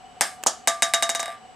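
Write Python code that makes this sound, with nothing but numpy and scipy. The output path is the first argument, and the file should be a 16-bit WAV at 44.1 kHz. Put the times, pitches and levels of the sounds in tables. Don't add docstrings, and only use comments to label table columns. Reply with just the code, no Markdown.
import sys
import numpy as np
from scipy import signal
from scipy.fft import rfft, irfft, next_fast_len
from scipy.io import wavfile

SR = 44100
rng = np.random.default_rng(int(sys.argv[2]) if len(sys.argv) > 2 else 0)


def write(x):
    x = np.atleast_2d(x).T
    wavfile.write(sys.argv[1], SR, np.round(np.clip(x, -1, 1) * 32767).astype(np.int16))


N = 68355
RESPONSE_SAMPLES = next_fast_len(int(0.36 * SR))

# frequency in Hz, side minus mid in dB.
BOUNCE_WIDTH = [(150, -18), (400, -12), (800, -15), (2000, -10.5), (4000, -13), (7000, -9), (8800, 0.5),
                (11000, -1.5), (15000, 2)]


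def contacts():
    # start in seconds, then click, knock, thud, ping, low glass and high glass levels in dB.
    bounces = [(0.2096, 1, -3.5, -4, -3.5, -13.5, -22.5), (.4630, -11.5, -20, 2.5, 4.5, -19, -24.5),
               (0.6741, -1, -1, -3, 2, 1, -3.5), (0.8223, -1, 0, -13, 1, 0, 1),
               (0.9369, -2.5, -0.5, -12, -1, 0.5, 2.5), (1.0244, -6.5, -4.5, -11, -2.5, 0.5, 0),
               (1.0925, -9, -7.5, -11, -4, -6.5, -4.5), (1.1495, -10.5, -10, -15, -9.5, -6, -6.5),
               (1.1950, -18.5, -13, -15.5, -7, -9, -10), (1.2293, -17.5, -13.5, -18, -45, -10.5, -16),
               (1.2580, -20.5, -17, -47, -47, -8.5, -21), (1.2795, -27, -25, -19, -52, -5.5, -22.5)]
    # start in seconds, click level in dB.
    last_hops = [(1.2924, -33.5), (1.3024, -33.5), (1.3110, -39), (1.3184, -35.5), (1.3260, -36),
                 (1.3346, -45), (1.3427, -43), (1.351, -45), (1.359, -72.5)]
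    hop_knock_db, hop_low_db = 9, 7
    starts_s, *levels_db = np.transpose(bounces)
    click, knock, thud, ping, low, high = [strikes(starts_s, db) for db in levels_db]
    hops = strikes(*np.transpose(last_hops))
    knock += from_db(hop_knock_db) * hops
    low += from_db(hop_low_db) * hops
    return click + hops, knock, thud, ping, low, high + hops


def ball(click, knock, thud):
    # frequency in Hz, level in dB, T60 in seconds.
    click_modes = [(5520, -25, 0.006), (7350, -9.5, 0.0065), (8474, -8.5, 0.013), (9530, -16.5, 0.015),
                   (11000, -14.5, 0.0057), (11600, -37, 0.0088)]
    knock_modes = [(756, -15.5, 0.0066), (1090, -13, 0.0086), (1371, -22, 0.016), (1619, -17, 0.017),
                   (2180, -8.5, 0.012), (3636, -13.5, 0.0059), (4000, -24.5, 0.048)]
    thud_modes = [(389, -21.5, 0.01), (640.5, -15, 0.026), (815, -4.5, 0.0056), (1126, -8, 0.0097)]
    # frequency in Hz, relative spectral density in dB.
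    crack_colour = [(150, -23), (600, -16), (2200, -7.5), (2900, -12), (3700, -19.5), (4500, 7), (5500, 8),
                    (9000, 1), (12000, 5.5), (16000, -19)]
    crack_db, crack_t60_s, side_db = -13.5, 0.015, -11
    hiss = noise(spectrum(crack_colour, RESPONSE_SAMPLES), RESPONSE_SAMPLES)
    crack = from_db(crack_db) * hiss * fade(crack_t60_s, size=RESPONSE_SAMPLES)
    mid = crack.mean(axis=0)
    crack = mid + from_db(side_db) * (crack - mid)
    bright = ring(click, click_modes) + convolve(click, crack)
    return pan_left(bright, db=1.5) + ring(knock, knock_modes) + ring(thud, thud_modes)


def shell_ping(hits):
    # frequency in Hz, relative spectral density in dB.
    ping_colour = [(2500, -19.5), (4400, -15), (5400, -10), (5900, -5), (6400, -4), (7000, -2), (7700, -7),
                   (8500, -6), (9500, -14), (11000, -19.5), (15000, -35)]
    # delay after the bounce in seconds, level in dB.
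    echoes = [(.0062, -15.5), (.0088, -16), (.0112, -22), (0.02, -48), (.0225, -33)]
    wash_db, wash_t60_s, wash_delay_s, echo_t60_s = -19.5, 0.1, 0.0041, 0.016
    power = (from_db(wash_db) * fade(wash_t60_s, wash_delay_s, RESPONSE_SAMPLES)) ** 2
    for delay_s, db in echoes:
        power += (from_db(db) * fade(echo_t60_s, delay_s, RESPONSE_SAMPLES)) ** 2
    envelope = np.sqrt(np.abs(convolve(hits ** 2, power[None])))
    colour = spectrum(ping_colour)
    colour /= np.sqrt(np.mean(colour ** 2))
    return irfft(rfft(noise(1) * envelope) * colour, N)


def plate(low_hits, high_hits):
    # frequency in Hz, level in dB, T60 in seconds.
    low_modes = [(535, -54, 0.14), (677.7, -22.5, 0.29), (1184, -25, 0.46), (1574, -38, 0.1),
                 (1845, -38, 0.22), (1920, -45, 0.25), (2126, -58, 0.12)]
    high_modes = [(2870, -26.5, 0.07), (2910, -36.5, 0.11), (3767, -17, 0.12), (5010, -33, 0.067),
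                  (5970, -44, 0.1), (6638, -35.5, 0.11), (7000, -43, 0.16), (7940, -41, .18)]
    rest_s, damping_t60_s = 1.346, 0.26
    resting_s = np.maximum(np.arange(N) / SR - rest_s, 0)
    damping = np.exp(-np.log(1000) * resting_s / damping_t60_s)
    return (ring(low_hits, low_modes) + ring(high_hits, high_modes)) * damping


def grazes():
    # frequency in Hz, relative spectral density in dB.
    tick_colour = [(300, -5), (2000, 1.5), (4500, -11), (7500, 2.5), (10000, -5.5), (16000, -9)]
    t60_s = 0.013
    first = from_db(-38.5) * fade(t60_s, delay_s=0.429)
    second = from_db(-19) * fade(t60_s, delay_s=0.4369)
    return noise(spectrum(tick_colour)) * (first + second)


def room(sound):
    # centre in Hz, gain in dB, tail T60 in seconds.
    bands = [(100, -29, 0.43), (187, -5.5, 0.5), (404, -6.5, 0.18), (636, 0, 0.2), (1080, -14.5, 0.27),
             (1506, 6, 0.27), (2190, -6, 0.27), (2400, -7.5, 0.33), (3100, -0.5, 0.24), (4300, -7, 0.34),
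             (4420, -7, 0.42), (4840, 0, 0.24), (6020, -11, 0.33), (9100, -8, 0.27), (10470, -6, 0.3),
             (14900, -13.5, 0.17)]
    # time in seconds, gain in dB.
    send_curve = [(0.208, 3.5), (0.469, 0), (.7, -1)]
    delay_s, early_db, early_t60_s = 0.0023, -3, 0.12
    size = RESPONSE_SAMPLES
    white = rfft(noise(1, size))
    log_centres = np.log([row[0] for row in bands])
    early_power = fade(early_t60_s, delay_s, size) ** 2
    early_power *= from_db(early_db) ** 2 / early_power.sum()
    response = 0
    for (_, db, t60_s), selector in zip(bands, np.eye(len(bands))):
        band = irfft(white * np.interp(np.log(bins_hz(size) + 1), log_centres, selector), size)
        tail_power = fade(t60_s, delay_s, size) ** 2
        response += from_db(db) * band * np.sqrt(tail_power / tail_power.sum() + early_power)
    send_db = np.interp(np.arange(N) / SR, *np.transpose(send_curve))
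    return convolve(from_db(send_db) * sound, response)


def workshop():
    # frequency in Hz, bandwidth in Hz, level in dB.
    fan_tones = [(738.3, 42, -49), (765, 26, -58.5), (2945, 140, -62.5), (236, 50, -64), (111, 4.9, -73)]
    # frequency in Hz, relative spectral density in dB.
    air_colour = [(15, -56), (25, -23), (114, -19.5), (195, -17.5), (242, -18.5), (326, -22), (451, -15.5),
                  (660, -20.5), (755, -14.5), (890, -18), (2000, -26), (3080, -29.5), (6400, -36.5),
                  (8200, -37.5), (10000, -44.5), (16000, -63.5)]
    # frequency in Hz, side minus mid in dB.
    fan_width = [(100, 2), (800, -18), (3000, -10)]
    air_width = [(60, -3.5), (130, -1.5), (290, 2), (640, -3.5), (1410, -2), (3100, -6.5), (6820, -2),
                 (15000, -1)]
    air_db, whine_db, whine_hz = -51, -66.5, 7820
    fan = 0
    for hz, bandwidth_hz, db in fan_tones:
        peak = 1 / (1 + (2 * (bins_hz() - hz) / bandwidth_hz) ** 2)
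        fan += from_db(db) * noise(peak, width=fan_width)
    whine = from_db(whine_db) * np.sqrt(2) * np.sin(2 * np.pi * whine_hz * np.arange(N) / SR)
    air = from_db(air_db) * noise(spectrum(air_colour), width=air_width)
    return pan_left(air + fan + whine, db=0.35)


def from_db(db):
    return 10 ** (np.asarray(db) / 20)


def pan_left(sound, db):
    return sound * from_db([[db], [-db]])


def bins_hz(size=N):
    return np.arange(size // 2 + 1) * SR / size


def spectrum(points, size=N):
    hz, db = np.transpose(points)
    return from_db(np.interp(np.log(bins_hz(size) + 1e-9), np.log(hz), db))


def noise(gain, size=N, width=BOUNCE_WIDTH):
    spread = spectrum(width, size)
    mid, side = np.exp(2j * np.pi * rng.random((2, size // 2 + 1)))
    stereo = irfft(gain * (mid + spread * side * [[1], [-1]]) / np.hypot(1, spread), size)
    return stereo / stereo.std()


def fade(t60_s, delay_s=0, size=N):
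    age_s = np.arange(size) / SR - delay_s
    return (age_s >= 0) * np.exp(-np.log(1000) * np.clip(age_s / t60_s, 0, 10))


def strikes(starts_s, levels_db):
    hits = np.zeros(N)
    np.add.at(hits, (starts_s * SR).astype(int), from_db(levels_db))
    return hits


def convolve(sound, response):
    return signal.fftconvolve(np.atleast_2d(sound), response, axes=1)[:, :N]


def ring(hits, modes):
    ringing = 0
    for k, (hz, db, t60_s) in enumerate(modes):
        radius, angle = np.exp(-np.log(1000) / (t60_s * SR)), 2 * np.pi * hz / SR
        feedback = [1, -2 * radius * np.cos(angle), radius ** 2]
        ringing += (-1) ** k * from_db(db) * signal.lfilter([0, np.sin(angle)], feedback, hits + 1e-18)
    return ringing


def scene():
    ping_send_db, glass_send_db = -3, -11
    radiation_hz = 207
    click, knock, thud, ping, low, high = contacts()
    direct, shell, glass = ball(click, knock, thud), shell_ping(ping), plate(low, high)
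    send = (direct + from_db(ping_send_db) * shell).mean(axis=0) + from_db(glass_send_db) * glass
    bouncing = direct + shell + glass + grazes() + room(send)
    highpass = signal.butter(3, radiation_hz, "high", fs=SR, output="sos")
    return signal.sosfilt(highpass, bouncing) + workshop()


def record(dry):
    stopband_hz = 16500
    lowpass = signal.cheby2(12, 70, stopband_hz, fs=SR, output="sos")
    return signal.sosfilt(lowpass, np.tanh(dry))


dry = scene()
out = record(dry)
write(out)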